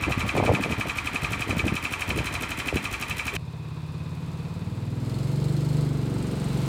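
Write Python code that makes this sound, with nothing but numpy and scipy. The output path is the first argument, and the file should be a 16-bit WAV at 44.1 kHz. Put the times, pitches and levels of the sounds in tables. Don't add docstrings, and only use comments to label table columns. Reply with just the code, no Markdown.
import sys
import numpy as np
from scipy import signal
from scipy.fft import rfft, irfft
from scipy.io import wavfile
from scipy.ndimage import uniform_filter1d

SR = 44100
rng = np.random.default_rng(int(sys.argv[2]) if len(sys.argv) > 2 else 0)


def linear_from_db(decibels):
    return 10 ** (np.asarray(decibels, float) / 20)


def wav_out(sig):
    wavfile.write(sys.argv[1], SR, np.round(np.clip(np.atleast_2d(sig).T, -1, 1) * 32767).astype(np.int16))


N = 294579
T = np.arange(N) / SR
CUT_S = 3.367


def evened(x):
    return x / np.sqrt(np.mean(x ** 2) + 1e-20)


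def evened_drive(x):
    return x / x[T > CUT_S].std()


def noise():
    return rng.standard_normal(N)


def curves(rows):
    s, *columns = np.transpose(rows)
    return [np.interp(T, s, c) for c in columns]


def coloured(points, x=None):
    x = noise() if x is None else x
    hz, db = np.transpose(points)
    log_hz = np.log(np.fft.rfftfreq(N + 1, 1 / SR) + 1)
    gain = linear_from_db(np.interp(log_hz, np.log(hz), db))
    return evened(irfft(rfft(x, N + 1) * gain, N + 1)[:N])


def ring(x, hz, width):
    return signal.lfilter(*signal.iirpeak(hz, hz / width, SR), x)


def ring_twice(x, hz, width):
    return ring(ring(x, hz, width), hz, width)


def body(x, modes):
    return evened(sum((-1) ** k * linear_from_db(db) * ring(x, hz, w) for k, (hz, w, db) in enumerate(modes)))


def strikes(turns, place, spread_db):
    count = np.floor(turns - place)
    size = linear_from_db(spread_db * rng.standard_normal(100))[count.astype(int) % 100]
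    return size * (np.diff(count, prepend=count[0]) > 0)


def fading(clicks, decay_s, rise_s):
    t = np.arange(4000) / SR
    return signal.oaconvolve(clicks, np.exp(-t / decay_s) * (1 - np.exp(-t / rise_s)))[:N]


# t/s, engine cycle rate f/Hz
HUNT = [(0, 11.821), (.8, 11.475), (1.5, 11.462), (1.8, 11.745), (2.3, 12.166), (2.9, 11.717),
        (3.37, 11.808)]
# t/s, closeness level/dB
WALK = [(0, 0.5), (.42, 0.5), (.84, -0.5), (1.26, 0.5), (1.68, -0.5), (2.1, .5), (2.52, 0.16),
        (2.94, -0.35), (3.36, -0.1)]
# level/dB at the side, level/dB gained on reaching the front
LAYER_LEVELS = [
    (-33.5, -0.2),
    (-49.5, 6.5),
    (-43, -0.5),
    (-38, -4),
    (-36, -3),
    (-39, -1),
    (-50, -1),
]


def idling():
    turns = 0.6 + np.cumsum(curves(HUNT)[0]) / SR
    close_db, = curves(WALK)
    firing = strikes(turns, 0, 1.5)
    layers = (casing_clack(turns, firing), valve_hiss(turns), sigh(turns, firing), gear_rattle(turns),
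              block_hum(), exhaust_thump(turns), bright_tick(turns))
    return sum(linear_from_db(db + gained_db * T / CUT_S + close_db) * x
               for x, (db, gained_db) in zip(layers, LAYER_LEVELS))


# f/Hz, bandwidth/Hz, level/dB
CASING = [(1660, 120, -12.5), (1980, 49, -20), (2007, 130, -16.5), (2309, 33, 2), (2425, 82, 0.5),
          (2551, 64, -0.5), (2680, 23, -5), (3127, 135, -8.5), (3620, 72, -16), (4000, 58, -12.5),
          (4390, 21, -25.5), (5480, 53, -25.5)]


def casing_clack(turns, firing):
    return body(knocks(turns) + .075 * noise() + 5.6 * firing, CASING)


# place in cycle (0-1), level/dB, noisy tail t/s
BLOWS = [
    (0, 2, .001),
    (.028, 5, .0013),
    (.11, -5, .0025),
    (.21, -9, .0025),
    (.5, -16, .006),
    (.715, -7, .002),
    (.88, -11, .003),
    (.96, -9, .002),
]


def knocks(turns):
    t, out = np.arange(1500) / SR, np.zeros(N)
    facing_away = np.clip(1 - T / 2, 0, 1)
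    for at, db, tail_s in BLOWS:
        hits = linear_from_db(db - 2.2 * (at > .4) * facing_away) * strikes(turns, at, 1.1)
        jolt = rng.standard_normal(len(t)) * np.exp(-t / tail_s)
        out += signal.oaconvolve(hits, jolt)[:N]
        out += .5 * fading(hits, tail_s, .0003) * noise()
    return out


# place in cycle (0-1), level/dB, decay t/s
PUFFS = [
    (.72, -2, .002),
    (.87, 0, .004),
    (.65, -15, .004),
]
# f/Hz, level/dB per Hz
HISS = [(2940, 2.5), (5000, -5.5), (5460, -3.5), (8740, -1), (12600, -6.5), (15100, -3.5), (16100, -22)]


def valve_hiss(turns):
    puffs = sum(linear_from_db(db) * fading(strikes(turns, at, 0.41), decay_s, 0.0015) for at, db, decay_s in PUFFS)
    return coloured(HISS, (puffs + 0.027) * noise())


# f/Hz, level/dB per Hz
SIGH = [(2500, 5), (4500, 0.5), (7500, 1.5), (10000, -4.5), (16000, -19)]


def sigh(turns, firing):
    early = fading(strikes(turns, 0.905, 0.95) + .6 * strikes(turns, 0.734, .9), 0.026, 0.0031)
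    flow = fading(firing, 0.024, 0.0013) + 2.7 * early + 0.1
    return coloured(SIGH, flow * noise())


# f/Hz, bandwidth/Hz, level/dB
PANEL = [(719, 50, -2.5), (888, 37, 1), (1002, 81, -0.5), (1122, 14.3, 8.5), (1209, 45, 5), (1375.5, 39, 2)]


def gear_rattle(turns):
    swell = 0.41 + 0.96 * np.cos(2 * np.pi * (turns - .1))
    teeth = np.exp(-(12 * turns % 1) / 0.29) * swell
    flaws = rng.standard_normal(3800)[(turns % 1 * 3799).astype(int)]
    return body((teeth + 0.59) * (noise() + 1.26 * flaws), PANEL)


# f/Hz, level/dB per Hz
BLOCK = [(18, -39), (30, -2), (91, 2), (193, -8.5), (263, -4.5), (598, -16), (996, -15), (2120, -6.5),
         (2420, -13), (3680, -20.5), (6000, -30), (7800, -68), (13200, -120)]


def block_hum():
    return coloured(BLOCK)


# f/Hz, bandwidth/Hz, level/dB
THUMP = [(68, 21, -2), (120, 24, -0.5), (273, 71, 1.5)]


def exhaust_thump(turns):
    push = fading(strikes(turns, .79, 2), .002, .001)
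    return body(push * (1 + 1.5 * ring(noise(), 200, 300)), THUMP)


def bright_tick(turns):
    tick = fading(strikes(turns, 0.022, 2.6), 0.0033, 0.0011) * noise()
    return evened(ring_twice(tick, 3000, 2500))


BARK_DB, BARK_LOAD = -59.5, 0.88
# t/s, firing rate f/Hz
SPEED = [(3.37, 17.596), (3.68, 16.867), (3.9, 17.11), (4.18, 17.951), (4.42, 17.837), (5.02, 20.665),
         (5.21, 22.943), (5.42, 24.033), (5.79, 24.978), (6.0, 23.889), (6.4, 22.991), (6.68, 22.779)]
# t/s, engine load level/dB, closeness level/dB, pitch cancelled by the ground echo f/Hz
DRIVE = [(3.37, 2, 1.1, 141.5), (3.62, -0.5, 2.5, 134), (3.88, 2.5, 3.5, 122), (4.13, 4.3, 4, 111),
         (4.39, 4.5, 5, 109), (4.64, 8.5, 4.5, 127), (4.9, 9.5, 4.5, 195.4), (5.15, 13.5, 7, 163),
         (5.41, 15.7, 7.5, 252), (5.66, 15.5, 8, 207), (5.8, 17.5, 8.5, 212), (5.92, 14.5, 8, 192),
         (6.17, 15.5, 9, 142), (6.43, 14, 10.5, 117), (6.68, 15, 12, 101)]
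# start t/s, end t/s
WIDE_OPEN_S = (5.02, 5.88)


def driving():
    speed_hz, = curves(SPEED)
    turns = np.cumsum(speed_hz * (T > CUT_S)) / SR
    load_db, close_db, dip_hz = curves(DRIVE)
    wide_open = uniform_filter1d(1. * (T > WIDE_OPEN_S[0]) * (T < WIDE_OPEN_S[1]), size=3000)
    roar_db = -51.5 + close_db
    hiss_db = -64.5 + 1.12 * close_db + 0.17 * load_db + 3.5 * wide_open
    valves = valve_opening(turns)
    out = exhaust(turns, speed_hz, load_db, dip_hz)
    out += linear_from_db(BARK_DB + BARK_LOAD * load_db - 2) * exhaust_gas(turns)
    out += linear_from_db(roar_db) * roar(turns)
    out += linear_from_db(hiss_db) * driving_hiss(valves)
    out += linear_from_db(roar_db - 15) * loose_part(valves) * wide_open
    out += linear_from_db(-58) * np.clip((T - 5.95) / 0.26, 0, 1) * tappet(turns)
    out += linear_from_db(roar_db + 3) * tyre_rumble()
    return out + linear_from_db(-79 + 2.7 * close_db) * tyre_grit()


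# level/dB at light load, level/dB gained per dB of load
ORDERS = [
    (-68, 1.59),
    (-63, 1.34),
    (-57, 0.85),
    (-44.5, 0.89),
    (-48, 1.38),
    (-35.5, -0.03),
    (-39, 0.1657),
    (-35, -0.25),
    (-47, 0.1),
]


def exhaust(turns, speed_hz, load_db, dip_hz):
    late, out = T >= CUT_S, np.zeros(N)
    order = np.arange(2, 25)[:, None]
    rough = np.clip((order - 9) / 3, .08, 1)
    bark = [(BARK_DB + 4 - 1.7 * k, BARK_LOAD) for k in range(14)]
    levels = np.array([db + share * load_db[late] for db, share in [*ORDERS, *bark]])
    levels += -7 * np.exp(-(np.log(order * speed_hz[late] / dip_hz[late]) / 0.17) ** 2)
    height = np.sqrt(2) * linear_from_db(levels + 3 * rough * wander(size=23, smooth=6))
    place = np.where(order < 8, .1, np.interp(T[late], [3.8, 5.1], [.22, -.08]))
    jump = .3 * (order == 4) + .3 * (order == 8) + (order > 10) * rng.random(order.shape)
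    lag = np.cumsum(np.where(order == 8, .1, place) - jump, axis=0)
    lag = lag + .08 * rough * wander(size=23, smooth=6)
    out[late] = (height * np.cos(2 * np.pi * (order * turns[late] - lag) + 3.42)).sum(0)
    return out


def wander(size, smooth):
    steps = rng.standard_normal((size, 400))
    steps = uniform_filter1d(uniform_filter1d(steps, smooth), smooth)
    return np.array([np.interp(T[T >= CUT_S] * 50, np.arange(400), evened(row)) for row in steps])


def exhaust_gas(turns):
    gas = fading(strikes(turns, .95, 2), .012, .003) * noise()
    return evened_drive(ring_twice(gas, 340, 500))


# f/Hz, level/dB per Hz
ROAR_FAR = [(180, -6.5), (300, 0.5), (748, -13), (819, -9), (985, -1.5), (1130, -5), (1420, -14),
            (1660, -14.5), (2280, -17.5), (2500, -4.5), (3040, -25), (3550, -12), (3830, -13.5),
            (6500, -33), (8450, -63), (14300, -120)]
# f/Hz, level/dB per Hz
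ROAR_NEAR = [(290, -19), (500, 0), (581, -18.5), (647, -4.5), (728, -17), (855, -9.5), (1060, -16),
             (1330, -14.5), (1790, -25.5), (2060, -20), (3530, -27.5), (4010, -21), (5590, -41),
             (6500, -41), (8450, -45), (14300, -120)]


def roar(turns):
    near = np.clip((T - 3.9) / 1.46, 0, 1)
    throb = 1.1 + fading(strikes(turns, .85, 2.5), .01, .003)
    return evened_drive(throb * (np.sqrt(1 - near) * coloured(ROAR_FAR) + np.sqrt(near) * coloured(ROAR_NEAR)))


def valve_opening(turns):
    first = fading(strikes(turns, 0.484, 1.7), 0.0043, 0.00049)
    second = fading(strikes(turns, 0.71, 1.4), 0.0072, 0.0016)
    return 0.37 + first + 0.45 * second


# f/Hz, level/dB per Hz
FAR_HISS = [(2940, -8), (5000, -4.5), (5680, -13.5), (7510, -7), (8490, -8), (10300, -16), (11200, -14),
            (15100, -22), (16100, -16)]


def driving_hiss(valves):
    return evened_drive(coloured(FAR_HISS, valves * noise()))


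def loose_part(valves):
    shaken = ring(valves ** 2 * noise(), 4250, 350)
    return evened_drive(ring(shaken, 4240, 350))


def tappet(turns):
    tick = fading(strikes(turns, 0.49, 2.5), .004, .001) * noise()
    return evened_drive(ring_twice(tick, 8400, 1500))


def tyre_rumble():
    return evened(ring(noise(), 98, 89))


def tyre_grit():
    return evened_drive(ring(noise(), 2900, 2200))


# middle t/s, length t/s,
# low buffet level/dB, sharper flutter level/dB
GUSTS = [(.09, 0.042, -24, -27.5), (0.181, 0.029, -26, -41), (0.246, .06, -27.5, -38.5),
         (0.404, 0.13, -27.5, -25), (0.512, 0.066, -23, -22), (0.584, 0.053, -25.5, -32.5),
         (0.661, 0.047, -34, -34), (0.717, .06, -30, -35), (.79, 0.036, -28.5, -39),
         (0.867, 0.036, -35.5, -36.5), (1.143, 0.027, -28.5, -41), (1.238, 0.034, -27.5, -39.5),
         (1.33, .09, -33.5, -45), (1.51, 0.067, -27, -33.5), (1.582, 0.063, -31, -35),
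         (1.663, 0.071, -26, -30), (1.735, 0.046, -27, -37), (1.845, 0.04, -45, -54),
         (1.915, 0.017, -33, -38), (2.11, 0.095, -32.5, -39.5), (2.193, 0.07, -29.5, -32),
         (2.34, 0.1, -38, -48), (2.43, 0.043, -35, -41), (2.674, 0.045, -42, -39.5),
         (2.755, 0.042, -25.5, -39.5), (2.83, 0.13, -40, -51), (3.127, 0.075, -38, -56),
         (3.344, 0.038, -49, -37.5)]
# buffet level/dB, flutter level/dB
BREEZE_DB = [-49.5, -52]
# t/s, peak level/dB, f/Hz
POPS = [(0.4, -5, 600), (0.481, -5.5, 485), (0.492, -0.5, 580), (0.5, -10, 453), (0.514, -8, 595),
        (0.66, -12.5, 434), (1.472, -17, 286), (1.665, -11, 251), (1.722, -12.5, 284), (2.119, -18, 252),
        (2.726, -12, 454), (2.735, -17, 300), (2.758, -8.5, 260)]


def wind():
    strength = linear_from_db(np.array(BREEZE_DB))[:, None] + 0 * T
    for s, length_s, *db in GUSTS:
        gust = np.exp(-(2 * (T - s) / length_s) ** 4)
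        strength = strength + linear_from_db(np.array(db))[:, None] * gust
    buffet, flutter = eddies(92.8, 223, 45), eddies(247.0, 796, 60)
    out = strength[0] * buffet + strength[1] * flutter
    for s, db, hz in POPS:
        wiggle = linear_from_db(db - 4.0) * eddy(hz, 1.68)
        out[round(s * SR):][:len(wiggle)] += wiggle
    return out


def eddies(low_hz, high_hz, per_s):
    out = np.zeros(N)
    for hz in np.geomspace(low_hz, high_hz, num=8):
        train = (rng.random(N) < per_s / SR) * noise()
        out += signal.oaconvolve(train, eddy(hz, 2.33))[:N]
    slow = uniform_filter1d(uniform_filter1d(evened(out) ** 2, size=2000), size=2000)
    return evened(out / np.sqrt(slow + 0.18))


def eddy(hz, cycles):
    u = np.arange(round(cycles * SR / hz)) * hz / SR
    return -np.sin(2 * np.pi * u) * np.sin(np.pi * u / cycles) ** 2


def scene():
    return np.where(T < CUT_S, idling() + wind(), driving())[None]


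def low_pass(x):
    return signal.sosfilt(signal.butter(12, 15990, fs=SR, output="sos"), x)


def record(dry):
    thin = signal.sosfilt(signal.butter(4, 46, "highpass", fs=SR, output="sos"), dry)
    overload = .5
    return low_pass(overload * np.tanh(thin / overload))


dry = scene()
out = record(dry)
wav_out(out)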